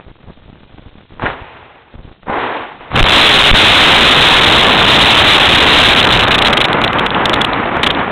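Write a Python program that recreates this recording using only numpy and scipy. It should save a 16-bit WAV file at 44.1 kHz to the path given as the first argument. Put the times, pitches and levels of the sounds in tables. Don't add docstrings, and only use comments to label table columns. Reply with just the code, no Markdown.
import sys
import numpy as np
from scipy import signal
from scipy.fft import rfft, irfft, next_fast_len
from scipy.io import wavfile
from scipy.ndimage import uniform_filter1d, map_coordinates

SR = 44100
rng = np.random.default_rng(int(sys.argv[2]) if len(sys.argv) > 2 else 0)


def volts(x):
    e = np.asarray(x, float) / 20
    return 10 ** e


def master(y):
    cut = np.clip(np.atleast_2d(y).T, -1, 1)
    pcm = np.round(cut * 32767)
    wavfile.write(sys.argv[1], SR, pcm.astype(np.int16))


N = 357651

# t/s, level/dB
ROAR_LEVEL = [(2.895, -50), (2.905, -33.5), (2.945, -17), (3.0, -8.5), (3.06, -11), (3.3, -14), (3.5, -14),
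              (3.79, -11.5), (5.04, -10), (5.41, -12.5), (6.08, -10.5), (6.7, -13.5), (7.06, -13.5),
              (7.1, -18), (7.13, -12.5), (7.75, -16), (7.93, -12.5), (8.11, -17)]
# f/Hz, level/dB per Hz
JET_SPECTRUM = [(47, -46), (80, -10.5), (156, -4.5), (262, -2.5), (413, -4.5), (519, -5), (792, -3),
                (1270, -4.5), (2470, -13), (3900, -23.5), (5070, -47), (8580, -120)]
# t/s, level/dB re jet
GROUND_SHARE = [(2.9, -1.5), (3.0, -4.5), (3.14, -7.5), (3.43, -16), (3.6, -14), (5.5, -10.5), (6.33, -8.5),
                (6.52, -16.5), (8.11, -18.5)]
# f/Hz, level/dB per Hz
THUD_SPECTRUM = [(15, -31.5), (30, -6), (120, -4), (300, -28)]


def engines():
    jet_db, = curves(ROAR_LEVEL)
    ground_db, = curves(GROUND_SHARE)
    gusty_from_s, gusty_db, heave_db = 5.9, 1.5, 2.5
    late = np.clip(np.arange(N) / SR - gusty_from_s, 0, 1)
    surge_db = 1.03 * wobble(30) + gusty_db * late * wobble(17)
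    rumble_db = jet_db + ground_db + heave_db * wobble(8)
    jet = volts(jet_db + surge_db) * rush(JET_SPECTRUM, crackle_db=1.9, rate=200)
    rumble = volts(rumble_db + 2.5) * rush(THUD_SPECTRUM)
    return jet + rumble


# t/s, length/ms, level/dB
IGNITION_BURSTS = [
    (2.956, 23, -10),
    (2.9846, 1.5, -10.5),
    (2.9905, 32, -9.5),
    (3.0285, 3, 1),
    (3.04, 7.9, -9),
    (3.0546, 4.1, -12),
    (3.0613, 21.7, -11),
]
# t/s, length/ms, level/dB
SPUTTER_BURSTS = [(6.3085, 23.7, -9), (6.3449, 13.5, -8), (6.3816, 14, -7.5), (6.42, 7.6, -4),
                  (6.4468, 43, -7), (6.5278, 13.1, -8.5), (6.5704, 11.5, -7), (6.6042, 20.9, -6.5),
                  (6.6422, 14, -9.5), (6.6847, 1.5, -11.5), (6.73, 1.5, -5.5), (6.8165, 1.6, -9.5),
                  (6.8394, 9.7, -8), (6.877, 3.8, -8.5), (6.9317, 1.66, -9), (6.985, 14, -10.5),
                  (7.0631, 7.1, -10.5), (7.1055, 1.6, -10.5), (7.1473, 2, -8), (7.2558, 5, -4.5),
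                  (7.2956, 1.84, -8), (7.3322, 13, -9.5), (7.3609, 1.6, -12), (7.409, 10.5, -7),
                  (7.446, 5.4, -8), (7.5337, 1.3, -11), (7.8311, 13.4, -7), (7.8634, 13, -8.5),
                  (7.9031, 9.5, -9.5), (7.949, 1.3, -12.5)]
# t/s, margin before it lapses, level/dB
STEADY_GRIP = [(3.08, 1.5, -7.5), (3.5, 2.5, -7.5), (4.5, 1.53, -8), (4.8, 1.3, -10), (5.05, 1.72, -8),
               (5.7, 1.44, -8), (5.9, 1.25, -7.5), (6.1, .2, -8.5), (6.2, 1.5, -8.5), (6.3, -0.56, -9.5),
               (6.7, -1.56, -7.5)]
THROB_HZ, THROB_CREST_S = 26.25, 6.312
THROB_DEPTH, THROB_FROM_S, THROB_FULL_S = 0.9, 5.39, 6.23


def chatter():
    t = np.arange(N) / SR
    start, ms, db = np.transpose(IGNITION_BURSTS + SPUTTER_BURSTS)
    end = start + np.maximum(ms, 1.2) / 1000
    corners = np.transpose([start - .0003, start + .0003, end - .0006, end]).ravel()
    heights = np.outer(volts(1.4 * (db + 12) + 4.5), [0, 1, 1, 0]).ravel()
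    bursts = np.interp(t, corners, heights)
    age = t - start[np.clip(np.searchsorted(start, t) - 1, 0, None)]
    lapses = wobble(300)
    fresh = 3 * np.exp(-np.abs(age) / 0.0029)
    bursts *= np.clip(1.03 * (lapses + 0.88 + fresh), 0, 1)

    margin, level_db = curves(STEADY_GRIP)
    depth = np.interp(t, [THROB_FROM_S, THROB_FULL_S], [0, THROB_DEPTH])
    throb = depth * np.cos(2 * np.pi * THROB_HZ * (t - THROB_CREST_S))
    drift = .4 * wobble(40)
    hold = np.clip(1.06 * (lapses + margin + throb + drift), 0, 1)
    steady = volts(1.44 * (level_db + 12) + 4.5) * hold
    return np.maximum(bursts, steady)


# f/Hz, level/dB per Hz
SWING_SPECTRUM = [(100, -16.5), (800, -9.5), (1800, -8.5), (3300, -2.5), (3900, -0.5)]
# hit t/s, release t/s, free t/s, rail sign
STUCK_WAVES = [
    (3.012, 3.016, 3.029, 1),
    (3.030, 3.040, 3.041, -1),
    (3.5145, 3.522, 3.534, 1),
    (3.534, 3.540, 3.541, -1),
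    (3.543, 3.545, 3.546, -1),
]
RAIL = .705


def overload(x):
    t = np.arange(N) / SR
    drive = chatter()
    swing = np.tanh(1.114 * rush(SWING_SPECTRUM))
    x = x / (1 + 0.055 * drive) + drive * swing
    for hit, release, free, sign in STUCK_WAVES:
        hold = np.interp(t, [hit - .0002, hit, release, free], [0, 1, .93, 0])
        stuck = .7 * x * (1 - hold) + sign * .98 * RAIL * hold
        x = np.where(hold > 0, stuck, x)
    return x


# t/s, level/dB
BANG_ROLLS = [
    [(1.195, -32), (1.209, -31), (1.229, -21), (1.269, -17.5), (1.369, -32), (1.433, -34.5), (1.719, -41.5),
     (1.95, -50)],
    [(2.25, -75), (2.264, -33.5), (2.3, -18.5), (2.404, -16.5), (2.612, -22.5), (2.788, -39.5), (2.81, -33),
     (2.9, -36)],
]
# edge first/dB, edge later/dB, thud first/dB, thud later/dB
BANG_COLOURS = [
    (-8, -1, -4.5, -11),
    (-13.5, -3.5, -13, -23),
]
# t/s, peak level/dB, f/Hz
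SHOCK_FRONTS = [(1.197, -14, 1010), (1.222, -11, 1200), (1.230, -7, 800), (1.2454, -17, 343),
                (1.2513, -24, 500), (1.2621, -12, 1900), (1.257, -7, 1500), (1.2634, 3, 1800),
                (1.2676, 3, 1610), (1.273, -10, 1500), (1.302, -8, 1300), (1.237, -12, 219),
                (2.27, -23, 450), (2.28, -19, 240), (2.297, -13, 260), (2.2846, -12, 900),
                (2.299, -13, 700), (2.3027, -7, 850), (2.3421, -7, 1000), (2.3835, -8, 900),
                (2.905, -22, 1000), (2.917, -11, 1087), (2.9406, -16, 400), (2.942, -11, 600),
                (2.948, -13, 260)]
# f/Hz, level/dB per Hz
GAS_SPECTRUM = [(71, -30), (120, -20), (167, -18), (243, -5), (454, -1.5), (588, -3), (837, 1), (2000, -9),
                (2600, -27), (4400, -120)]
# f/Hz, level/dB per Hz
EDGE_SPECTRUM = [(900, -42), (1600, -8), (2500, -4.5), (3900, -13)]


def bangs():
    body = rush(GAS_SPECTRUM, crackle_db=1.0, rate=82)
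    bright = rush(EDGE_SPECTRUM, crackle_db=-1.5, rate=100)
    low = rush(THUD_SPECTRUM)
    out = np.zeros(N)
    settle_s = 0.11
    for rows, (edge, late_edge, thud, late_thud) in zip(BANG_ROLLS, BANG_COLOURS):
        level_db, = curves(rows)
        fresh = np.exp(-np.abs(np.arange(N) / SR - rows[1][0]) / settle_s)
        edge_db = late_edge + (edge - late_edge) * fresh
        thud_db = late_thud + (thud - late_thud) * fresh
        out += volts(level_db) * (body + volts(edge_db) * bright + volts(thud_db + 3) * low)

    t = np.arange(SR // 100) / SR
    for s, db, hz in SHOCK_FRONTS:
        fade = volts(db + 9 - 60 * t * hz / 4.7)
        onset = 1 - np.exp(-t * hz * 6)
        out[round(s * SR):][:len(t)] += fade * onset * np.sin(2 * np.pi * hz * t)
    return rounded(out, .55)


# t/s, level/dB
GUSTS = [
    [(0.0, -39), (0.082, -39), (0.164, -54), (0.298, -31), (0.324, -42.5), (1.016, -39.5), (1.06, -55),
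     (1.106, -40), (1.19, -35)],
    [(1.9, -62), (1.946, -37), (2.128, -39), (2.158, -51), (2.218, -55), (2.26, -35)],
    [(2.7, -55), (2.78, -40), (2.9, -50)],
]
# f/Hz, level/dB per Hz
BUFFET_SPECTRUM = [(12, -20), (20, -17), (70, 2), (217, -10), (285, -12), (409, -18), (439, -12.5),
                   (1500, -24.5), (1950, -68.5), (3300, -120)]
# f/Hz, level/dB per Hz
HISS_SPECTRUM = [(410, -31), (700, -15), (1240, -9), (1350, -2), (3900, 7), (5070, -30.5), (8580, -120)]
# t/s, jump/thousandths of full scale, length/ms
EDDY_SLAPS = [(0.0002, -140, 0.31), (0.0654, 46, 6.8), (0.0806, 53, 4.1), (0.0855, 42, 15.6),
              (0.1145, 43, 1.5), (0.2412, 38, 2.6), (0.2749, 53, 3.2), (0.2844, 64, 4.7), (0.2986, 65, 2.1),
              (0.3042, 77, 1.4), (0.4578, -35, 3.8), (0.481, -33, 2.6), (0.4902, 45, 3.9), (0.4994, 56, 2),
              (0.529, 51, 1.8), (0.7401, 36, 5.6), (0.7826, -47, 1.8), (0.794, 55, 2.4), (0.8625, 55, 5.7),
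              (0.955, -50, 1.6), (1.121, 50, 4), (1.4183, 75, 5.3), (1.941, 63, 0.91), (1.9447, 45, 1.4),
              (1.9518, 52, 3.7), (1.9927, 61, 11), (2.0476, 52, 4.8), (2.077, 58, 3.3), (2.1139, 37, 4.5)]
CALM_DB, HISS_DB, HISS_GROWS, BUFFET_DB = -47.5, -50.5, 0.24, -7


def wind():
    eddies = volts(2.4 * wobble(110) + .8 * wobble(25))
    flicks = -np.clip(wobble(2500) - 1.2, 0, None)
    flicks -= np.clip(3 * (wobble(600) - 1.1), 0, 1)
    ticking = coloured(flicks, [(20, -30), (120, 0), (1000, 0), (4000, 4)])
    crackle = eddies * (1.1 * ticking + .45 * rush(HISS_SPECTRUM))
    buffet = rush(BUFFET_SPECTRUM, crackle_db=2.5, rate=40)
    out = volts(-57) * rush(BUFFET_SPECTRUM) + volts(-62) * (crackle + .9 * rush(HISS_SPECTRUM))

    strength_db = np.max([curves(rows)[0] for rows in GUSTS], axis=0)
    crackle_level = volts(HISS_DB + HISS_GROWS * (strength_db - CALM_DB))
    out += (strength_db > -100) * crackle_level * crackle
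    out += volts(strength_db + BUFFET_DB) * buffet

    s, jump, ms = np.transpose(EDDY_SLAPS)
    edges = np.round(np.append(s, s + ms / 1000) * SR).astype(int)
    steps = np.bincount(edges, np.append(jump, -.95 * jump) / 1000, N)
    shoved = rng.random(N) < 25 / SR
    steps += shoved * np.sign(rng.standard_normal(N)) * volts(np.minimum(strength_db + 6.5, -28))
    steps = uniform_filter1d(steps, size=15)
    leak = np.exp(-1 / (.0075 * SR))
    return out + signal.lfilter([1], [1, -leak], steps)


def curves(rows, off_db=-120):
    s, level, *others = np.transpose(rows)
    t = np.arange(N) / SR
    return [np.interp(t, s, level, off_db, off_db)] + [np.interp(t, s, c) for c in others]


def wobble(rate):
    knots = rng.standard_normal(int(N * rate / SR) + 4)
    return map_coordinates(knots, [np.arange(N) * rate / SR])


def shaped(x, points):
    m = next_fast_len(N + 8192)
    hz, db = np.transpose(points)
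    bins = np.fft.rfftfreq(m, 1 / SR)
    gain = volts(np.interp(np.log(bins + 1), np.log(hz + 1), db))
    return irfft(rfft(x, m) * gain, m)[:N]


def coloured(x, points):
    y = shaped(x, points)
    return y / np.std(y)


def rush(points, crackle_db=0, rate=150):
    return coloured(volts(crackle_db * wobble(rate)) * rng.standard_normal(N), points)


def rounded(x, limit):
    return x / (1 + (x / limit) ** 4) ** .25


def scene():
    return (rounded(engines(), .76) + bangs() + wind())[None]


# f/Hz, level/dB
TREBLE_SLOPE = [(4000, 0), (9000, -1), (15900, -3), (16200, -60)]


def top_cut(x):
    return signal.sosfilt(signal.butter(12, 16670, fs=SR, output="sos"), x)


def record(dry):
    slow = signal.resample_poly(overload(dry[0]), 80, 441)
    slow = np.clip(slow, -RAIL, RAIL)
    smooth = signal.firwin(40 * 441 + 1, 4050, window=("kaiser", 9), fs=8000 * 441)
    full = signal.resample_poly(slow, 441, 80, window=smooth)[:N]
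    full = np.clip(np.pad(full, (0, N - len(full))), -RAIL, RAIL)
    return top_cut(shaped(full, TREBLE_SLOPE)[None])


dry = scene()
out = record(dry)
master(out)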